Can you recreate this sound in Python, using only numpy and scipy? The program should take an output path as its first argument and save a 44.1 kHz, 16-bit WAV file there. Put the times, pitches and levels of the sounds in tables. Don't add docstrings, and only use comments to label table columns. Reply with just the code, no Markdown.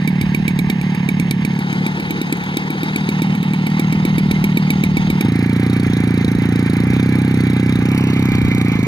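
import sys
import numpy as np
from scipy import signal
from scipy.fft import rfft, irfft
from scipy.io import wavfile
from scipy.ndimage import uniform_filter1d

SR = 44100
rng = np.random.default_rng(int(sys.argv[2]) if len(sys.argv) > 2 else 0)


def store_pcm(level_fs):
    pcm = np.round(np.clip(level_fs, -1, 1) * 32767).astype(np.int16)
    wavfile.write(sys.argv[1], SR, np.atleast_2d(pcm).T)


def linear_from_db(decibels):
    return 10 ** (np.asarray(decibels, float) / 20)


N = 391166

FREE_CYCLE_S, BITE_S = .0267, 5.245
TROUGH_S = .005
TURN_S = 0.22

# (t/s, heat/dB)
FIRINGS_SWUNG = [(.0755, -17.5), (.2117, -18), (.3467, -17.5), (.4797, -17.5), (.5898, -18), (.6994, -17),
                 (.8129, -25.5), (.948, -26), (1.0882, -18), (1.198, -17), (1.3098, -18.5), (1.4492, -19)]
FIRINGS_FACING = [(1.5898, -27), (1.7276, -27), (1.8641, -21), (1.9985, -26.5), (2.107, -22.5),
                  (2.215, -20.5), (2.325, -20.5), (2.438, -32), (2.5697, -20), (2.7028, -22.5),
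                  (2.832, -22), (2.9597, -21), (3.0895, -19), (3.2196, -17.5), (3.3505, -29), (3.4288, -25),
                  (3.5347, -23.5), (3.6662, -23), (3.795, -17), (3.925, -21.5), (4.0512, -17.5),
                  (4.1812, -18), (4.3116, -18), (4.4409, -18.5), (4.572, -18), (4.7037, -17),
                  (4.837, -18.5), (4.9697, -18), (5.1011, -18.5), (5.2088, -17.5)]
FIRINGS = FIRINGS_SWUNG + FIRINGS_FACING
# (t/s, cycle rate/Hz)
LOADED_SPEED = [(5.25, 27.87), (5.71, 30.134), (6.06, 28.589), (6.11, 29.696), (6.16, 28.42),
                (6.62, 29.256), (6.68, 27.453), (6.96, 31.766), (7.3, 32.033), (7.63, 30.688),
                (7.72, 32.55), (7.79, 29.652), (7.94, 33.226), (8.12, 31.851), (8.19, 32.737),
                (8.47, 29.942), (8.58, 30.564), (8.82, 26.078)]
# (t/s, exhaust level/dB)
EXHAUST_LEVEL = [(0, -16.5), (.9, -17), (1.1, -17), (1.5, -17), (1.68, -20.5), (1.8, -18), (1.98, -23.5),
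                 (2.7, -23.5), (3.15, -18.5), (3.33, -15.5), (3.66, -17.5), (3.8, -15.5), (4.3, -15),
                 (5.18, -16), (5.32, -18), (6.6, -18), (6.9, -17.5), (8.87, -18.5)]
# (delay/s, f/Hz, t60/s, signed size, rise/s)
COLD_GAS = [(.0028, 180.1, 0.05, 1, 0.0022), (.0094, 135.6, 0.11, -0.35, 0.0077)]
FIRED_GAS = [(0.00396, 294.4, 0.02, 1.17, 0.0031), (0.0019, 170.6, 0.068, 0.77, 0.0041),
             (0.01066, 177.4, 0.072, 0.52, 0.0012)]
LOADED_GAS = [(0.003836, 256, 0.04, 0.88, 0.00099), (0.0036, 118.2, 0.074, -0.46, 0.0013),
              (0.01174, 151, 0.041, 1.69, 0.006), (0.00499, 443, 0.015, 0.096, 0.0011),
              (0.00494, 562, 0.019, 0.06, 0.00077)]
# (delay/s, f/Hz, t60/s, signed size, rise/s)
BOX_RING = [(.0045, 790, 0.034, .035, 0.00086)]

# (f/Hz, level/dB)
RATTLE_FREE = [(350, -29), (600, -21.5), (1000, 0.5), (1400, 4.5), (2500, 1), (5000, -11.5), (7000, -25),
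               (14000, -30.5)]
RATTLE_LOADED = [(350, -16), (550, -8), (1000, 11), (2500, 7.5), (5000, -8.5), (7000, -26), (12000, -18)]
# (f/Hz, width/Hz, level/dB)
PANELS_FREE = [(865, 273, 3), (1623, 37, -0.5), (2091, 17.6, 5), (3055, 38, -4), (3760, 140, -7),
               (4940, 470, -17.5), (6490, 103, -12), (8700, 240, -51), (10600, 460, -26)]
PANELS_LOADED = [(836, 300, 2.5), (1255.6, 78, 2.5), (1702, 370, 1), (2072, 107, 9), (2306, 110, 9.5),
                 (3720, 1000, -9.5), (4356, 50, -34.5), (5230, 40, -55), (5463, 33.3, -32),
                 (6510, 400, -12)]
# (from/s, to/s, low f/Hz, high f/Hz, level/dB)
SWINGS = [
    (7.86, 8.2, 2450, 3100, 0),
    (8.168, 8.95, 2000, 2610, -4.5),
]
# (f/Hz, level/dB)
SOIL = [(70, -40), (120, -20), (170, -4), (300, 0), (480, -8), (750, -35), (1500, -80)]
# (f/Hz, level/dB)
WIND = [(12, -11), (25, -1), (50, 7.5), (100, 15.5), (150, -2), (250, -58.5), (600, -100)]
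# (peak t/s, level/dB)
GUSTS = [(.3, -31), (.66, -30), (1.3, -33), (2.05, -40), (2.55, -45), (3.0, -46), (4.05, -29.5),
         (4.35, -30.5), (4.85, -33), (5.11, -29), (5.9, -33), (6.42, -30), (6.9, -31), (7.4, -37),
         (7.75, -33), (8.4, -23), (8.75, -29)]
# (f/Hz, level/dB)
FIRING_HISS = [(500, -40), (1500, 1.5), (4000, 9.5), (6000, 3.5), (9000, 4.5), (12000, 6), (15000, -3),
               (17000, -4)]
JET_HISS = [(800, -30), (2500, 6.5), (4000, 1), (6500, -4), (9000, 1.5), (12000, -0.5), (15000, -7),
            (17000, -25.5)]
# (f/Hz, width/Hz, level/dB)
JET_RINGS = [(3830, 230, 10.5), (4480, 130, 7), (5360, 45, 5), (5750, 110, 5.5), (8700, 400, -3.5),
             (11900, 400, -12)]
# (t/s, level/dB)
STONES = [
    (1.9544, -22),
    (2.3714, -17),
    (3.7014, -12),
    (6.767, -9),
]
# (multiple of the cycle rate, level/dB)
GEAR_ORDERS = [(26, -39), (39, -45), (65, -41.5)]

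TURNS_S = [
    1.55,
    3.1,
    5.245,
    7.88,
]
# (casing level/dB, casing 1.6-2.8 kHz lift/dB, soil level/dB)
FACING = [(-37.5, 3, -38), (-34.5, 3, -30.5), (-35, 2.5, -33.5), (-34.5, -0.3, -35.5), (-33, -1.3, -35)]
# (outlet plate level/dB, neck thump level/dB)
OUTLET = [(3.5, 1.5), (6, 7), (5, 5)]
PORT_PAIR = [(10, 1), (11, 0), (11, .5), (8.5, 1), (7, .9)]
# (f/Hz, phase/rad)
BENT = [(0, 0), (400, -.4), (1100, .35), (2600, -.88), (3400, -.1), (5800, .5), (6400, -2.8), (8000, -.1)]
BENT_SHADOW = [(0, 0), (1100, -0.033), (1500, -2.1), (2600, 0.85), (4000, 0.032)]
# (f/Hz, level/dB)
OPEN_SIDE = [(0, 0.5), (3500, -0.5), (4500, -8), (5500, 5), (7000, -9), (8300, -8), (9800, 14), (11000, -1)]
SHADOW_SIDE = [(0, 0.1), (450, -6), (1150, 3.5), (1750, -8), (2300, -9), (3500, -3), (5500, 0.5),
               (12000, 2.5)]
# (f/Hz, share 0-1)
SAME = [(700, .92), (1500, .86), (2400, .99), (2800, .98), (3400, .88), (5000, .75), (9000, .72),
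        (13000, .62)]
# (f/Hz, width/Hz, level/dB)
SOIL_DIP = [(1430, 350, -9), (1630, 50, -15), (1610, 350, -9.5), (1077, 110, -5.5), (1620, 450, -4)]
# (f/Hz, width/Hz, level/dB)
FRAME_DIPS = [(642, 81, -4), (1970, 94, -5), (2907, 220, -1), (1280, 45, -7)]


def evened(x):
    return x / np.sqrt(np.mean(x ** 2) + 1e-20)


def read(points, hz):
    f, value = np.transpose(points)
    return np.interp(np.log(hz + 1), np.log(f + 1), value)


def add(mix, s, sound):
    at = round(s * SR)
    part = mix[max(at, 0):max(at + len(sound), 0)]
    part += sound[max(-at, 0):][:len(part)]


def highpassed(x, hz):
    return signal.sosfiltfilt(signal.butter(2, hz / (SR / 2), "high", output="sos"), x)


def band(x, low_hz, high_hz):
    return signal.lfilter(*signal.butter(2, [low_hz / (SR / 2), high_hz / (SR / 2)], "band"), x)


def noise(points, rings=(), rings_db=0):
    hz = np.fft.rfftfreq(N, 1 / SR)
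    power = linear_from_db(read(points, hz)) ** 2
    for f, width, db in rings:
        power = power + linear_from_db(db + rings_db) ** 2 / (1 + (2 * (hz - f) / width) ** 2) ** 2
    return evened(irfft(rfft(rng.standard_normal(N)) * np.sqrt(power), N))


def drift(per_s):
    steps = rng.standard_normal(int(N / SR * 400) + 2)
    smooth = signal.lfilter(*signal.butter(2, per_s / 200), steps)
    return np.interp(np.arange(N) / SR * 400, np.arange(len(steps)), evened(smooth))


def facing(column):
    db = np.array(FACING)[np.searchsorted(TURNS_S, np.arange(N) / SR), column]
    return linear_from_db(uniform_filter1d(db, int(TURN_S * SR)))


def outlet(s):
    return OUTLET[np.searchsorted(TURNS_S, s)]


def exhaust_gain():
    return linear_from_db(17.5 + np.interp(np.arange(N) / SR, *np.transpose(EXHAUST_LEVEL)))


def gas_pulse(columns, luck, rough, warmth=1):
    t, out = np.arange(2600) / SR, 0
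    for (delay, hz, t60, size, rise), (a, b, c) in zip(columns, luck.reshape(-1, 3)):
        u = np.maximum(t - delay - 0.0014 * rough * c, 0)
        shape = linear_from_db(1.2 * rough * a - 60 * u / t60) * (1 - np.exp(-u / rise))
        out = out + size * shape * np.sin(2 * np.pi * hz * warmth * (1 + 0.24 * rough * b) * u)
    return out


def puff(rise, t60):
    t = np.arange(3000) / SR
    return (1 - np.exp(-t / rise)) ** 2 * linear_from_db(-60 * t / t60)


def cold_cycles():
    before = FIRINGS[0][0] - 5 * FREE_CYCLE_S
    fired = np.array([before] + [row[0] for row in FIRINGS] + [BITE_S + .02])
    counts = np.round(np.diff(fired) / FREE_CYCLE_S).astype(int)
    times = []
    for a, b, k in zip(fired, fired[1:], counts):
        u = np.arange(1, k) / k
        times.append(a + (b - a) * (u - .05 * u * (1 - u)))
    return np.concatenate(times)


def loaded_cycles():
    t = np.arange(LOADED_SPEED[0][0], N / SR + .05, 1 / SR)
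    turns = np.cumsum(np.interp(t, *np.transpose(LOADED_SPEED))) / SR
    return np.interp(np.arange(int(turns[-1])) + .04, turns, t) - .002


def free_exhaust():
    pumping, bangs = np.zeros((2, N))
    cold = cold_cycles()
    fired = np.array([-.06] + [row[0] for row in FIRINGS])
    since = cold - fired[np.searchsorted(fired, cold) - 1]
    warmth = 0.965 + 0.067 * np.exp(-since / 0.074)
    for s, warm, luck in zip(cold, warmth, rng.standard_normal((len(cold), 6))):
        add(pumping, s - TROUGH_S + .0028, gas_pulse(COLD_GAS, luck, .16, warm))
    for (s, heat_db), luck in zip(FIRINGS, rng.standard_normal((len(FIRINGS), 12))):
        heat = linear_from_db(heat_db + outlet(s)[1] + 17)
        at = s - TROUGH_S
        add(bangs, at, heat * gas_pulse(FIRED_GAS[:1], luck[:3], rough=0.13))
        add(pumping, at, min(heat, 1) * gas_pulse(FIRED_GAS[1:], luck[:6], rough=0.19))
        add(pumping, at, max(1 - heat, 0) * gas_pulse(COLD_GAS, luck[6:], rough=0.5))
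    return highpassed(exhaust_gain() * pumping + bangs, 99.0)


def swung(rattle):
    t, out = np.arange(N) / SR, 0
    for a, b, low_hz, high_hz, db in SWINGS:
        shown = np.clip(np.minimum(t - a, b - t) / TURN_S + .5, 0, 1)
        out = out + linear_from_db(db) * shown * band(rattle, low_hz, high_hz)
    return out


def casing():
    knocks = np.zeros(N)
    for s in np.concatenate([cold_cycles(), [row[0] for row in FIRINGS], loaded_cycles()]):
        add(knocks, s - .002, puff(0.00079, 0.7))
        add(knocks, s + 0.012, puff(0.0032, 0.17))
    throb = evened(0.57 + knocks) * linear_from_db(1.7 * drift(30) + 0.24 * drift(37.0))
    loaded = np.clip((np.arange(N) / SR - BITE_S) / 0.071, 0, 1)
    rattle = (1 - loaded) * noise(RATTLE_FREE, PANELS_FREE, 7.25)
    rattle = rattle + loaded * noise(RATTLE_LOADED, PANELS_LOADED, 9.5)
    rattle = signal.lfilter(*signal.butter(3, 15500 / (SR / 2)), rattle)
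    bright = (facing(column=1) - 1) * band(rattle, 1600, 2800)
    return linear_from_db(6.5) * facing(column=0) * throb * (rattle + bright + swung(rattle))


def soil():
    return facing(column=2) * noise(SOIL) * linear_from_db(2.7 * drift(26))


def gusts():
    t = np.arange(N) / SR
    return linear_from_db(-45) + sum(linear_from_db(db) * np.exp(-((t - s) / 0.18) ** 2) for s, db in GUSTS)


def wind():
    gust = gusts() * linear_from_db(2.2 * drift(5.9))
    left, right, both = (noise(WIND) for _ in range(3))
    return gust * (.7 * both + .7 * np.array([left, right]))


def spits():
    hiss = np.zeros(N)
    for s, heat_db in FIRINGS:
        spit = puff(0.0012, 0.013) + linear_from_db(-21) * puff(0.0025, 0.079)
        add(hiss, s - .0006, linear_from_db(heat_db + 7.5) * spit)
    for s, db in STONES:
        add(hiss, s, linear_from_db(db - 7.0) * puff(0.00031, 0.00343))
    return hiss * noise(FIRING_HISS) * linear_from_db(3.9 * drift(198))


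def outlet_plate():
    ring, t = np.zeros(N), np.arange(3000) / SR
    plate_hz, bend_hz, bend_s = 2238, 217, 0.0036
    turns = plate_hz * t - bend_hz * bend_s * np.exp(-t / bend_s)
    plate = np.sin(2 * np.pi * turns) + linear_from_db(-13.5) * np.sin(2 * np.pi * 3780 * t)
    for s, heat_db in FIRINGS:
        add(ring, s - .0005, linear_from_db(heat_db + outlet(s)[0]) * puff(0.00031, 0.045) * plate)
    return ring * linear_from_db(3.2 * drift(63))


def loaded_exhaust():
    working, loaded = np.zeros(N), loaded_cycles()
    for s, luck in zip(loaded, rng.standard_normal((len(loaded), 15))):
        add(working, s - TROUGH_S, linear_from_db(1.5) * gas_pulse(LOADED_GAS, luck, rough=0.056))
        add(working, s - TROUGH_S, gas_pulse(BOX_RING, luck[:3], rough=.08))
    return highpassed(exhaust_gain() * working, 65.0)


def loaded_jet():
    jet, loaded = np.zeros(N), loaded_cycles()
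    for s, luck in zip(loaded, rng.standard_normal(len(loaded))):
        rush = puff(0.0025, 0.033) + linear_from_db(-40) * puff(0.0018, 0.055)
        add(jet, s - .0025, linear_from_db(-21.5 + 1.1 * luck) * rush)
    return jet * noise(JET_HISS, JET_RINGS, 7.9) * linear_from_db(3.9 * drift(198))


def gears():
    t = np.arange(N) / SR
    turn = 2 * np.pi * np.cumsum(np.interp(t, *np.transpose(LOADED_SPEED))) / SR
    whine = 0
    for order, db in GEAR_ORDERS:
        whine = whine + linear_from_db(db + 1.6 * drift(8)) * np.cos(order * turn + .6 * drift(10))
    return (t > BITE_S) * whine


def dip(hz, at_hz, width, db):
    return db * np.exp(-(2 * (hz - at_hz) / width) ** 2)


def turned(rows, t):
    frames = max(int(0.21 / (t[1] - t[0])), 1)
    return uniform_filter1d(np.array(rows)[np.searchsorted(TURNS_S, t)], frames, axis=0).T


def ports(x, other):
    hz, t, (z, z_other) = signal.stft([x, other], SR, nperseg=1024, noverlap=768)
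    curves = (BENT, BENT_SHADOW, OPEN_SIDE, SHADOW_SIDE)
    bent, bent_shadow, open_db, shadow_db = (np.interp(hz, *np.transpose(p)) for p in curves)
    side_db = turned([open_db + shade * (shadow_db - open_db) for _, shade in PORT_PAIR], t)
    phases = [2 * np.pi * hz * lead / SR + bent + shade * bent_shadow for lead, shade in PORT_PAIR]
    half = linear_from_db(side_db / 2) * np.exp(.5j * turned(phases, t))
    patches = uniform_filter1d(rng.standard_normal(z.shape[::-1]), 16, 0)
    patches = evened(uniform_filter1d(patches, 12, 1)).T
    tint = linear_from_db(1.4 * patches * np.clip(hz / 3000 - .2, 0, 1)[:, None])
    frame_db = sum(dip(hz, *row) for row in FRAME_DIPS)
    tint = tint * linear_from_db(turned([dip(hz, *row) + frame_db for row in SOIL_DIP], t))
    same = read(SAME, hz)[:, None]
    right = same * z + np.sqrt(1 - same ** 2) * z_other
    pair = [z * half * tint, right / half * tint]
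    return signal.istft(pair, SR, nperseg=1024, noverlap=768)[1][:, :N]


def noisy_parts():
    return casing() + spits() + outlet_plate() + loaded_jet()


def scene():
    direct = free_exhaust() + loaded_exhaust() + gears() + soil() + noisy_parts()
    tiller = ports(direct, linear_from_db(5.5) * soil() + noisy_parts())
    return tiller + wind()


def low_pass(x):
    return signal.sosfilt(signal.butter(12, 16500, fs=SR, output="sos"), x)


def record(dry):
    limited = np.tanh(dry / 2.117) * 1.747
    edge = signal.firwin(95, 15850, fs=SR)
    return low_pass(signal.oaconvolve(limited, edge[None], "same"))


dry = scene()
out = record(dry)
store_pcm(out)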